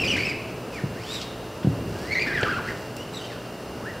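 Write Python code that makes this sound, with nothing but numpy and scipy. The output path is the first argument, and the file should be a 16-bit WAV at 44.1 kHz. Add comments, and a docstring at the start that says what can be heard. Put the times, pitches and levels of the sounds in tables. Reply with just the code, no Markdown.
"""A rubber squeegee is pushed and pulled over the taut mesh of a printing screen in a workshop.
The blade first sticks and slips in gliding squeaks, rasping over the weave. At the turns it thumps
the screen like a drum: at 0.8 s, then twice near 1.65 s, with a faint, high squeak between.
A run of squeaks falls from 2.1 s, with a thump and knock at 2.4 s; softer ones follow to the end.
Throughout, a motor hums and whines, and the room rings after every stroke."""
import sys
import numpy as np
from scipy import signal
from scipy.fft import rfft, irfft
from scipy.io import wavfile

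SR = 44100
rng = np.random.default_rng(int(sys.argv[2]) if len(sys.argv) > 2 else 0)


def transcribe(u):
    """Save the signal u as a 16-bit wav file named by the first command-line argument.

    u: samples, shape (n,) or (channels, n), limited to [-1, 1]; the rate is SR.
    q: integer samples, one column per channel.
    """
    v = np.clip(np.atleast_2d(u).T, -1, 1)
    q = np.round(v * 32767).astype(np.int16)
    wavfile.write(sys.argv[1], SR, q)


N = 176400

# Blade strokes: overtone_db, half_pitch_db, rasp_db, roughness (0-1), [time_s, pitch_hz, level_db]
BLADE_STROKES = [ (-11.5, -21, -11.5, 1, [(0, 2720, -28), (.02, 2760, -27), (.04, 2480, -28),
                 (.056, 2540, -27), (.068, 2300, -33), (.079, 3020, -29), (.112, 2860, -26),
                 (.135, 2350, -27), (.158, 2400, -34), (.168, 1620, -28), (.19, 2270, -30),
                 (.22, 2230, -31), (.26, 2650, -31), (.303, 2480, -31), (.33, 1780, -42)]),
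                 (-17, -27, -8, .6, [(.725, 2600, -49), (.755, 2430, -42), (.778, 2150, -40),
                 (.802, 1500, -40)]), (-8, -17, -3.5, 1, [(.95, 1390, -49), (1.02, 2350, -47.5),
                 (1.064, 3330, -45), (1.1, 3650, -40), (1.135, 3880, -35), (1.185, 3600, -40),
                 (1.235, 2300, -45)]), (-10, -20, -5, .5, [(1.9, 1500, -56), (2.02, 1680, -46),
                 (2.06, 1830, -44), (2.108, 2110, -39)]), (-11, -26, -16, .9, [(2.108, 2100, -35),
                 (2.121, 2160, -25), (2.138, 2260, -26), (2.145, 1900, -31), (2.158, 2030, -26),
                 (2.19, 2080, -27), (2.2, 2360, -28), (2.22, 2390, -25.5), (2.255, 2120, -35)]),
                 (-13, -25, -13.5, .7, [(2.264, 1480, -30), (2.277, 1900, -27), (2.29, 1730, -31),
                 (2.322, 1560, -33), (2.347, 2050, -32), (2.365, 1780, -30), (2.398, 1600, -27),
                 (2.412, 1300, -31), (2.44, 1750, -29), (2.474, 1100, -30), (2.502, 1660, -29),
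                 (2.54, 1300, -31), (2.577, 1440, -30), (2.592, 1020, -34), (2.612, 660, -41)]),
                 (-19, -10, -4.5, 1, [(2.62, 750, -46), (2.66, 1350, -42), (2.696, 2050, -34),
                 (2.73, 1300, -46)]), (-10, -22, -8, .5, [(2.968, 2650, -47), (3.015, 2950, -42),
                 (3.04, 3050, -52)]), (-6, -7, -6, 1, [(3.133, 3820, -44), (3.148, 4000, -41.5),
                 (3.183, 3700, -44), (3.198, 3170, -48), (3.218, 3020, -46), (3.252, 3200, -44),
                 (3.285, 2550, -56), (3.312, 1820, -45), (3.37, 1450, -50)]),
                 (-24, -30, -16, .25, [(3.8, 850, -49), (3.85, 1350, -43), (3.868, 1720, -35.5),
                 (3.9, 1990, -42.5), (3.97, 1520, -49)])]
JITTER_HZ, JITTER_RATE_HZ = 46, 220
FLUTTER_DB, FLUTTER_RATE_HZ = 4.1, 150
FUZZ_DB, FUZZ_RATE_HZ = -8, 420
CHATTER_DB, CHATTER_RATE_HZ = 7, 45
TOUCH_S, PARTIAL_STEP_DB = .005, -10
# Screen radiation of overtones, chatter and rasp: freq_hz, gain_db
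SCREEN_RADIATION = [(2700, 0), (3700, -6.5), (4600, 1.5), (5300, .5), (6500, -7), (7500, -4), (9500, -10)]
# Rubber on the weave, slipping at RASP_REF_HZ: freq_hz, relative_db
RASP_SPECTRUM = [(200, 3), (700, 2.5), (2200, 11), (5000, 7), (16000, -4.5)]
RASP_REF_HZ, RASP_SHIFT_EXPONENT = 2300, 0.61
GRAIN_DB, GRAIN_RATE_HZ = 3.6, 330
# Light blade skims: start_s, length_s, level_db
BLADE_SWISHES = [(0.709, 0.07, -48.5), (1, 0.29, -45.5), (1.849, 0.31, -48), (2.62, .3, -51.5)]
SWISH_SLIP_HZ = 5960
# Blade landings on the mesh: start_s, level_db, pitch_hz, t60_s
LANDINGS = [(0.837, -13.5, 137, 0.079), (1.6463, -8.5, 157, 0.033), (1.6711, -4.5, 131, 0.067),
            (2.430, -17, 138, 0.055)]
# Screen modes: freq_hz, relative_db, t60_s
SCREEN_MODES = [(108.8, -20, 0.84), (172, -14.5, 0.32), (272.3, -16, 0.14)]
THUMP_RISE_S, FRAME_LOW_CUT_HZ = 0.0014, 108
# Handle knocks and blade ticks: start_s, level_db, centre_hz, width_oct, t60_s
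TICK_BURSTS = [(.045, -33, 3400, .15, 0.022), (0.144, -24.5, 3150, 0.12, 0.019),
               (0.168, -32, 4000, 0.65, .05), (1.215, -33, 3980, 0.53, 0.083),
               (1.631, -38, 2500, 0.51, 0.045), (2.195, -30, 3040, 0.27, 0.024),
               (2.374, -27, 2470, .25, .03), (2.411, -38, 6100, 0.43, 0.033),
               (2.430, -17.5, 487, 0.39, 0.062), (2.431, -21.5, 2430, 0.66, 0.025),
               (2.774, -43, 6000, .33, .02), (2.966, -33.5, 6400, 1, 0.016)]
# Mesh rumble envelope: time_s, level_db
RUMBLE_LEVEL = [(0, -29), (.2, -31.5), (.35, -37), (.85, -42), (.9, -37.5), (1.04, -42.5), (1.6, -41),
                (1.75, -32.5), (1.94, -33), (2.06, -38), (2.35, -32.5), (2.6, -36.5), (3.5, -46),
                (3.78, -40)]
# Mesh rumble: freq_hz, relative_db
RUMBLE_SPECTRUM = [(30, -13), (70, 2.5), (110, 6.5), (220, 2), (400, 2.5), (700, -8.5), (1500, -21),
                   (5000, -38)]
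# Motor hum and whine: freq_hz, level_db
MOTOR_LINES = [(119.6, -48), (178, -51), (242, -54), (435, -49), (2767, -57), (2826, -60)]
MOTOR_WAVER_DB, MOTOR_DRIFT_HZ = 2, .8
# Workshop air: freq_hz, relative_db
AIR_SPECTRUM = [(25, -26), (60, -1), (120, -23), (200, -2), (430, -0.5), (630, -1.5), (830, -7.5),
                (1270, -9.5), (2400, -19), (2830, -14), (3300, -22), (4800, -20), (7000, -28),
                (15500, -34.5)]
# Stereo hiss: freq_hz, relative_db
HISS_SPECTRUM = [(500, -15), (2000, -26.5), (6000, -1), (16000, -0.5)]
AIR_DB, HISS_DB = -37.5, -56
# Room decay: freq_hz, t60_s
ROOM_DECAY = [(100, 0.59), (1400, 0.74), (2600, 1), (3700, .9), (5500, 0.5)]
BLADE_SEND_DB, THUMP_SEND_DB, EARLY_DB = -7.5, -9, -10
BAND_LIMIT_HZ = 15750


def squeak(overtone_db, half_pitch_db, rasp_db, roughness, curve):
    """Stick-slip of the rubber edge: fluttering tone, overtones, fits of half-pitch chatter, rasp."""
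    t = np.arange(N) / SR
    time_s, pitch_hz, level_db = np.transpose(curve)
    gate = np.clip(np.minimum(t - time_s[0], time_s[-1] - t) / TOUCH_S + 1, 0, 1)
    envelope = gate * amp(np.interp(t, time_s, level_db))
    slip_hz = np.interp(t, time_s, pitch_hz)
    jitter_hz = roughness * JITTER_HZ * wander(JITTER_RATE_HZ)
    phase = 2 * np.pi * np.cumsum(slip_hz + jitter_hz) / SR
    flutter = lambda: unit_rms(amp(roughness * FLUTTER_DB * wander(FLUTTER_RATE_HZ)))
    fuzz = roughness * amp(FUZZ_DB) * wander(FUZZ_RATE_HZ)
    partial = lambda ratio: amp(lookup(SCREEN_RADIATION, ratio * slip_hz)) * np.sin(ratio * phase)
    overtones = partial(2) + amp(PARTIAL_STEP_DB) * partial(3)
    halves = partial(1.5) + amp(PARTIAL_STEP_DB) * (partial(.5) + partial(2.5))
    chatter = unit_rms(amp(CHATTER_DB * np.tanh(wander(CHATTER_RATE_HZ))))
    tone = (flutter() + fuzz) * np.sin(phase)
    tone += flutter() * (amp(overtone_db) * overtones + amp(half_pitch_db) * chatter * halves)
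    return envelope * (np.sqrt(2) * tone + amp(rasp_db) * rasp(pitch_hz.mean()))


def rasp(slip_hz):
    """Grainy rubbing on the weave, brighter with faster slip."""
    shift = (slip_hz / RASP_REF_HZ) ** RASP_SHIFT_EXPONENT
    rubbing = noise(lambda f: amp(lookup(RASP_SPECTRUM, f / shift) + lookup(SCREEN_RADIATION, f)))
    grain = unit_rms(amp(GRAIN_DB * wander(GRAIN_RATE_HZ)))
    return rubbing * grain


def swishes():
    """Blade skims the weave at low pressure: soft swells of bright rasp."""
    out = np.zeros(N)
    for start_s, length_s, level_db in BLADE_SWISHES:
        swell = np.sqrt(np.hanning(int(length_s * SR)))
        add(out, start_s, amp(level_db) * swell * rasp(SWISH_SLIP_HZ)[:len(swell)])
    return out


def thumps():
    """Damped push on the mesh, then longer screen modes; the open frame radiates no deep bass."""
    out, t = np.zeros(N), np.arange(SR) / SR
    attack = np.minimum(t / THUMP_RISE_S, 1)
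    ring = sum(amp(db - 60 * t / t60_s) * np.sin(2 * np.pi * hz * t) for hz, db, t60_s in SCREEN_MODES)
    for start_s, level_db, pitch_hz, t60_s in LANDINGS:
        push = amp(-60 * t / t60_s) * np.sin(2 * np.pi * pitch_hz * t)
        add(out, start_s, amp(level_db) * attack * (push + ring))
    return signal.sosfilt(signal.butter(4, FRAME_LOW_CUT_HZ, "high", fs=SR, output="sos"), out)


def ticks():
    """Handle knocks or blade snaps free: short bursts of band noise."""
    out, t = np.zeros(N), np.arange(SR // 4) / SR
    attack = np.minimum(t / 0.0004, 1)
    for start_s, level_db, centre_hz, width_oct, t60_s in TICK_BURSTS:
        burst = noise(lambda f: np.exp(-.5 * (np.log2((f + 1) / centre_hz) / width_oct) ** 2))
        add(out, start_s, burst[:len(t)] * attack * amp(level_db - 60 * t / t60_s))
    return out


def rumble():
    """Mesh rumbles under the pressed, moving blade."""
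    level_db = np.interp(np.arange(N) / SR, *np.transpose(RUMBLE_LEVEL))
    return amp(level_db) * coloured(RUMBLE_SPECTRUM)


def motor():
    """Hum and whine: sine lines wavering in level and pitch."""
    out, t = np.zeros(N), np.arange(N) / SR
    for freq_hz, level_db in MOTOR_LINES:
        rms = amp(level_db + MOTOR_WAVER_DB * wander(rate_hz=7.2))
        drift_cycles = MOTOR_DRIFT_HZ * np.cumsum(wander(rate_hz=4.5)) / SR
        out += np.sqrt(2) * rms * np.sin(2 * np.pi * (freq_hz * t + drift_cycles))
    return out


def air():
    """Steady workshop air, plus thin hiss in antiphase between the ears."""
    hiss = amp(HISS_DB) * coloured(HISS_SPECTRUM)
    return amp(AIR_DB) * coloured(AIR_SPECTRUM) + np.array([hiss, -hiss])


def room(x):
    """Five reflections off table and press, then a diffuse tail."""
    t = np.arange(SR) / SR
    onset = np.clip(t / 0.016 - .5, 0, 1)
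    freq_hz, time_s, spectra = signal.stft(rng.standard_normal(SR) * onset, SR, nperseg=256)
    decay = amp(-60 * time_s / lookup(ROOM_DECAY, freq_hz)[:, None])
    response = signal.istft(spectra * decay, SR, nperseg=256)[1][:SR]
    response /= np.linalg.norm(response)
    for delay_s, sign in zip(rng.uniform(.003, 0.028, size=5), rng.choice([-1, 1], size=5)):
        response[int(delay_s * SR)] += sign * amp(EARLY_DB)
    return signal.fftconvolve(x, response)[:N]


def amp(db):
    """dB to gain."""
    return 10 ** (np.asarray(db) / 20)


def unit_rms(x):
    """Scale to rms 1."""
    return x / np.sqrt(np.mean(x ** 2) + 1e-20)


def lookup(table, at_hz):
    """Interpolate a table over log frequency."""
    freq_hz, value = np.transpose(table)
    return np.interp(np.log(at_hz + 1), np.log(freq_hz + 1), value)


def add(mix, start_s, sound):
    """Mix a sound in at start_s."""
    part = mix[max(round(start_s * SR), 0):][:len(sound)]
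    part += sound[:len(part)]


def noise(gain):
    """Unit-rms noise shaped by gain(freq_hz)."""
    freq_hz = np.fft.rfftfreq(N, 1 / SR)
    return unit_rms(irfft(rfft(rng.standard_normal(N)) * gain(freq_hz), N))


def coloured(spectrum):
    """Unit-rms noise with a tabled spectral density."""
    return noise(lambda f: amp(lookup(spectrum, f)))


def wander(rate_hz):
    """Unit-rms random motion up to rate_hz."""
    return noise(lambda f: 1 / (1 + (f / rate_hz) ** 4))


def scene():
    """Blade and screen, centred in the room, over motor and air."""
    blade = sum(squeak(*stroke) for stroke in BLADE_STROKES) + swishes() + ticks()
    screen = thumps()
    room_send = amp(BLADE_SEND_DB) * blade + amp(THUMP_SEND_DB) * screen
    return blade + screen + rumble() + room(room_send) + motor() + air()


def record(dry):
    """Low-pass at the band limit."""
    low_pass = signal.firwin(511, BAND_LIMIT_HZ, window=("kaiser", 9), fs=SR)
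    return signal.oaconvolve(dry, low_pass[None], "same")


dry = scene()
out = record(dry)
transcribe(out)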